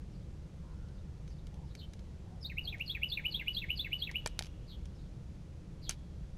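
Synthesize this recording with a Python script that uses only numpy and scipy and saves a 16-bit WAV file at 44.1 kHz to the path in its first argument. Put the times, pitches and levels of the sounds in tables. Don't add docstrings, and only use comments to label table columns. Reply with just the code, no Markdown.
import sys
import numpy as np
from scipy import signal
from scipy.fft import rfft, irfft
from scipy.io import wavfile
from scipy.ndimage import uniform_filter1d

SR = 44100
rng = np.random.default_rng(int(sys.argv[2]) if len(sys.argv) > 2 else 0)


def transcribe(u):
    v = np.clip(np.atleast_2d(u).T, -1, 1)
    q = np.round(v * 32767).astype(np.int16)
    wavfile.write(sys.argv[1], SR, q)


N = 280917

# f/Hz, relative level/dB
TRAFFIC_SPECTRUM = [(15, -10), (32, -1.5), (50, 1), (75, 1.5), (100, -7), (130, -4.5), (158, -4),
                    (195, -9.5), (250, -21.5), (320, -18), (420, -30), (700, -38), (1500, -74)]
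HISS_SPECTRUM = [(200, -9.5), (400, -1.5), (520, -0.35), (680, -8), (830, -9), (1100, -12.5), (1600, -15.5),
                 (2500, -17.5), (4000, -20), (6300, -22), (8000, -27), (10000, -30.5), (12300, -38),
                 (14000, -70)]
SNAP_SPECTRUM = [(150, 9), (500, -6.5), (1500, 0.5), (3000, 5.5), (6300, 1), (8000, -8), (9800, -5.5),
                 (12000, -16), (15500, -32)]
# t/s, duration/s, f/Hz, level/dB
DISTANT_CALLS = [(0.618, 0.15, 990, -69.5), (0.63, 0.44, 1430, -75.5), (1.502, 0.19, 854, -68),
                 (2.249, 0.18, 775, -65.5), (2.591, 0.24, 700, -68.5), (3.173, 0.3, 880, -72)]
# t/s, level/dB
LEAF_STEPS = [(.886, -62), (1.278, -57.5), (1.305, -60), (1.4693, -53), (1.542, -57), (1.7517, -47),
              (1.9352, -49), (1.993, -55.5), (2.783, -58), (2.7967, -54.5), (4.856, -54)]
# t/s, duration/s, level/dB, decay/(dB/s), tick spacing/s
LEAF_RATTLES = [(4.437, .035, -49.5, 0, .0098), (5.893, .05, -36.5, 484, .0048)]
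# f/Hz, relative level/dB, T60/s
DISH_MODES = [(497, 0, 0.017), (622, -2, 0.02), (1834, -3, 0.026), (2400, -7, 0.025)]
# t/s, snap level/dB, ring f/Hz, ring level/dB, rustle level/dB, dish level/dB
BEAK_IMPACTS = [(4.114, -33, 1060, -40, -47.5, -64), (4.2609, -26, 957, -22.5, -31, -28),
                (4.274, -29, 7830, -23.5, -41, -45), (4.3919, -14.5, 4280, -34, -31.5, -50),
                (4.4093, -38, 753, -33, -65, -41.5), (4.4243, -26.5, 4530, -42, -46.5, -65),
                (5.894, -43, 6300, -14.5, -34, -43), (5.8953, -47, 9500, -21, -36, -60),
                (5.909, -46, 8100, -28.5, -41, -67)]
# delay/ms, signed gain
REFLECTIONS = [(3.696, 0.36), (4.183, 0.14), (4.782, -0.013), (7.376, 0.13), (7.96, 0.013), (8.443, -0.17),
               (8.905, -0.23)]
# t/ms, nominal f/Hz, nominal level/dB
SLIDE_CONTOUR = [(0, 4860, -78), (9.05, 4620, -56.5), (19.7, 4470, -53.5), (24.5, 4200, -41.5),
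                 (33.4, 4130, -59), (43, 4200, -45)]
FLICK_CONTOUR = [(0, 3080, -54.5), (8.25, 3270, -32), (13.9, 3334, -36.5), (19.95, 3590, -37),
                 (24.6, 3850, -42), (31.5, 4150, -49)]
DROP_CONTOUR = [(0, 2850, -56.5), (6.7, 2580, -35), (12.8, 2320, -49.5), (22.05, 2210, -44),
                (27.25, 1935, -45.5), (37.2, 1380, -68.5)]
RISE_CONTOUR = [(0, 1840, -69.5), (7.9, 2150, -49), (16, 2430, -40), (20.15, 2560, -35),
                (23.9, 2783, -25.5), (28.3, 2960, -34), (36.2, 2900, -31), (42.2, 2880, -59),
                (50, 2900, -76)]
CHIRP_CONTOUR = [(0, 4750, -75), (20.03, 4450, -64), (34.7, 4150, -60.5), (48.35, 3850, -65),
                 (54.9, 3230, -55), (68.4, 3400, -58.5), (75, 3250, -68)]
# t/s, level offset/dB, frequency ratio
LONE_CHIRPS = [(.085, -21, 1.3), (.16, -23, 1.05), (0.921, -21, 1.15), (1.255, -17, 1.42), (1.33, -22, 1.1),
               (1.645, -18, 1.16), (1.761, -2, 0.97), (4.667, -1, .995), (4.93, -19, 1.2),
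               (4.985, -21, 1.06), (5.816, 0.5, 0.98)]
# t/s, level offset/dB, frequency ratio of the high notes, that of the low notes
SONG_TURNS = [(2.405, -6.5, 1.14, 0.98), (2.632, -4, 0.99, 0.98), (2.8548, -1, 1.016, 1.005),
              (3.078, 0.5, 1.054, 1.004), (3.302, .5, 1, 1.003), (3.526, 0.5, 1.008, 1.012),
              (3.7515, 0.5, 1.05, 1.01), (3.979, 0, 1, 1.002)]


def from_db(db):
    return 10 ** (np.asarray(db) / 20)


def unit_rms(x):
    return x / np.sqrt(np.mean(x ** 2) + 1e-20)


def add(track, start_s, sound):
    at = max(round(start_s * SR), 0)
    track[at:at + len(sound)] += sound[:max(N - at, 0)]


def bin_gains(spectrum, size):
    hz, db = np.transpose(spectrum)
    bin_hz = np.arange(size // 2 + 1) * SR / size
    return from_db(np.interp(np.log(bin_hz + 1), np.log(hz), db))


def shaped_noise(spectrum):
    return unit_rms(irfft(rfft(rng.standard_normal(N)) * bin_gains(spectrum, N), N))


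def background(traffic_db=-45.5, hiss_db=-64):
    traffic = from_db(traffic_db) * shaped_noise(TRAFFIC_SPECTRUM)
    return traffic + from_db(hiss_db) * shaped_noise(HISS_SPECTRUM)


def far_calls(width_hz=170):
    out = np.zeros(N)
    for start, duration, hz, db in DISTANT_CALLS:
        band = signal.butter(2, [hz - width_hz / 2, hz + width_hz / 2], "band", fs=SR, output="sos")
        swell = signal.windows.tukey(int(duration * SR), .5)
        call = signal.sosfilt(band, rng.standard_normal(SR))[:len(swell)]
        add(out, start, from_db(db) * swell * unit_rms(call))
    return out


def click(spectrum, size=512):
    cepstrum = irfft(np.log(bin_gains(spectrum, size)))
    cepstrum[1:size // 2] *= 2
    cepstrum[size // 2 + 1:] = 0
    pulse = irfft(np.exp(rfft(cepstrum)))
    return pulse / np.abs(pulse).max()


def contact(snap_db, ring_hz, ring_db, rustle_db, rustle_s=.003, tail_db=-23, tail_s=.023):
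    t = np.arange(SR // 8) / SR
    rustle_decay = np.exp(-t / rustle_s) + from_db(tail_db) * np.exp(-t / tail_s)
    force = from_db(rustle_db) * rng.standard_normal(len(t)) * rustle_decay / 2
    force[0] += from_db(snap_db)
    onset = 1 - np.exp(-2 * ring_hz * t)
    decay_s = .00032 + 1 / ring_hz
    ring = from_db(ring_db) * np.sin(2 * np.pi * ring_hz * t) * np.exp(-t / decay_s) * onset
    return signal.fftconvolve(force, click(SNAP_SPECTRUM))[:len(t)] + ring


def leaves(leaf_hz=5850, pitch_spread=.16, gap_spread=.2, spread_db=.5, snap_above_db=4.5):
    out, ticks = np.zeros(N), list(LEAF_STEPS)
    for start, duration, db, fade, gap in LEAF_RATTLES:
        timing, softness = rng.standard_normal((32, 2)).T
        delays = gap * (np.arange(len(timing)) + gap_spread * timing)
        levels = db - fade * delays - spread_db * softness
        ticks += [(start + delay, level) for delay, level in zip(delays, levels) if delay < duration]
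    for start, db in ticks:
        ring_hz = leaf_hz * np.exp(pitch_spread * rng.standard_normal())
        add(out, start, contact(db + snap_above_db, ring_hz, ring_db=db, rustle_db=db))
    return out


def pecks(dish_attack_s=.00089):
    out, t = np.zeros(N), np.arange(SR // 8) / SR
    modes = sum(from_db(db - 60 * t / t60) * np.sin(2 * np.pi * hz * t) for hz, db, t60 in DISH_MODES)
    knock = modes * (1 - np.exp(-t / dish_attack_s))
    for start, snap_db, ring_hz, ring_db, rustle_db, dish_db in BEAK_IMPACTS:
        add(out, start, contact(snap_db, ring_hz, ring_db, rustle_db) + from_db(dish_db) * knock)
    return out


def foraging(bounce_s=.0013, bounce_db=-11):
    direct = pecks() + leaves()
    out = direct.copy()
    add(out, bounce_s, from_db(bounce_db) * direct)
    return out


def yard(x, scatter_db, scatter_s, tail_db, tail_delay_s=.058, t60_s=1.74):
    t = np.arange(SR) / SR
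    scatter, tail = rng.standard_normal((2, len(t)))
    scatter = unit_rms(scatter * np.exp(-t / scatter_s) * (t > .006))
    tail = unit_rms(tail * from_db(-60 * t / t60_s) * (t > tail_delay_s))
    response = (from_db(scatter_db) * scatter + from_db(tail_db) * tail) / np.sqrt(len(t))
    response[0] += 1
    for delay_ms, gain in REFLECTIONS:
        response += gain * np.sinc((t - delay_ms / 1000) * SR)
    return signal.fftconvolve(x, response)[:N]


def quiver(count, window=128):
    smoothed = uniform_filter1d(rng.standard_normal(8192), window)
    return unit_rms(uniform_filter1d(smoothed, window))[:count]


def whistles(contour, notes, waver, flutter_db, overtone_db=-48, edge_s=.0025):
    out = np.zeros(N)
    knot_ms, hz, db = np.transpose(contour)
    t_ms = np.arange(0, knot_ms[-1], 1000 / SR)
    soft_edges = np.clip(np.minimum(t_ms, t_ms[::-1]) / 1000 / edge_s, 0, 1)
    for start, offset_db, ratio in notes:
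        pitch = np.interp(t_ms, knot_ms, hz) * ratio * (1 + waver * quiver(len(t_ms), window=48))
        phase = 2 * np.pi * np.cumsum(pitch) / SR
        tone = np.sin(phase) + from_db(overtone_db) * np.sin(2 * phase)
        level = np.interp(t_ms, knot_ms, db) + offset_db + flutter_db * quiver(len(t_ms))
        add(out, start, np.sqrt(2) * from_db(level) * soft_edges * tone)
    return out


def wren_chirps():
    chirps = whistles(CHIRP_CONTOUR, LONE_CHIRPS, waver=.056, flutter_db=2.5)
    return yard(chirps, scatter_db=2, scatter_s=.018, tail_db=-12)


def wren_song(flick_at_s=.037, drop_at_s=.09, rise_at_s=.156, rise_fade_db_per_s=3):
    starts, db, high, low = np.transpose(SONG_TURNS)
    rise_db = db - .5 - rise_fade_db_per_s * (starts - starts[0])
    slide = whistles(SLIDE_CONTOUR, zip(starts, db, high), waver=.03, flutter_db=2.5)
    flick = whistles(FLICK_CONTOUR, zip(starts + flick_at_s, db, high), waver=.0076, flutter_db=1)
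    drop = whistles(DROP_CONTOUR, zip(starts + drop_at_s, db, low), waver=.027, flutter_db=2.1)
    rise = whistles(RISE_CONTOUR, zip(starts + rise_at_s, rise_db, low), waver=.0047, flutter_db=2.5)
    return yard(slide + flick + drop + rise, scatter_db=-9, scatter_s=.021, tail_db=-21.5)


def scene():
    return (background() + wren_song() + wren_chirps() + far_calls() + foraging())[None]


def record(dry, mirror_16k_db=-20, mirror_12k_db=-35, treble_hz=3700, cutoff_hz=15850):
    carriers = 2 * np.cos(2 * np.pi * np.outer([16000, 12000], np.arange(N) / SR))
    treble = signal.sosfilt(signal.butter(2, treble_hz, "high", fs=SR, output="sos"), dry)
    images = treble * (from_db(mirror_16k_db) * carriers[0] + from_db(mirror_12k_db) * carriers[1])
    lowpass = signal.ellip(10, .1, 80, cutoff_hz, fs=SR, output="sos")
    return signal.sosfilt(lowpass, dry + images)


dry = scene()
out = record(dry)
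transcribe(out)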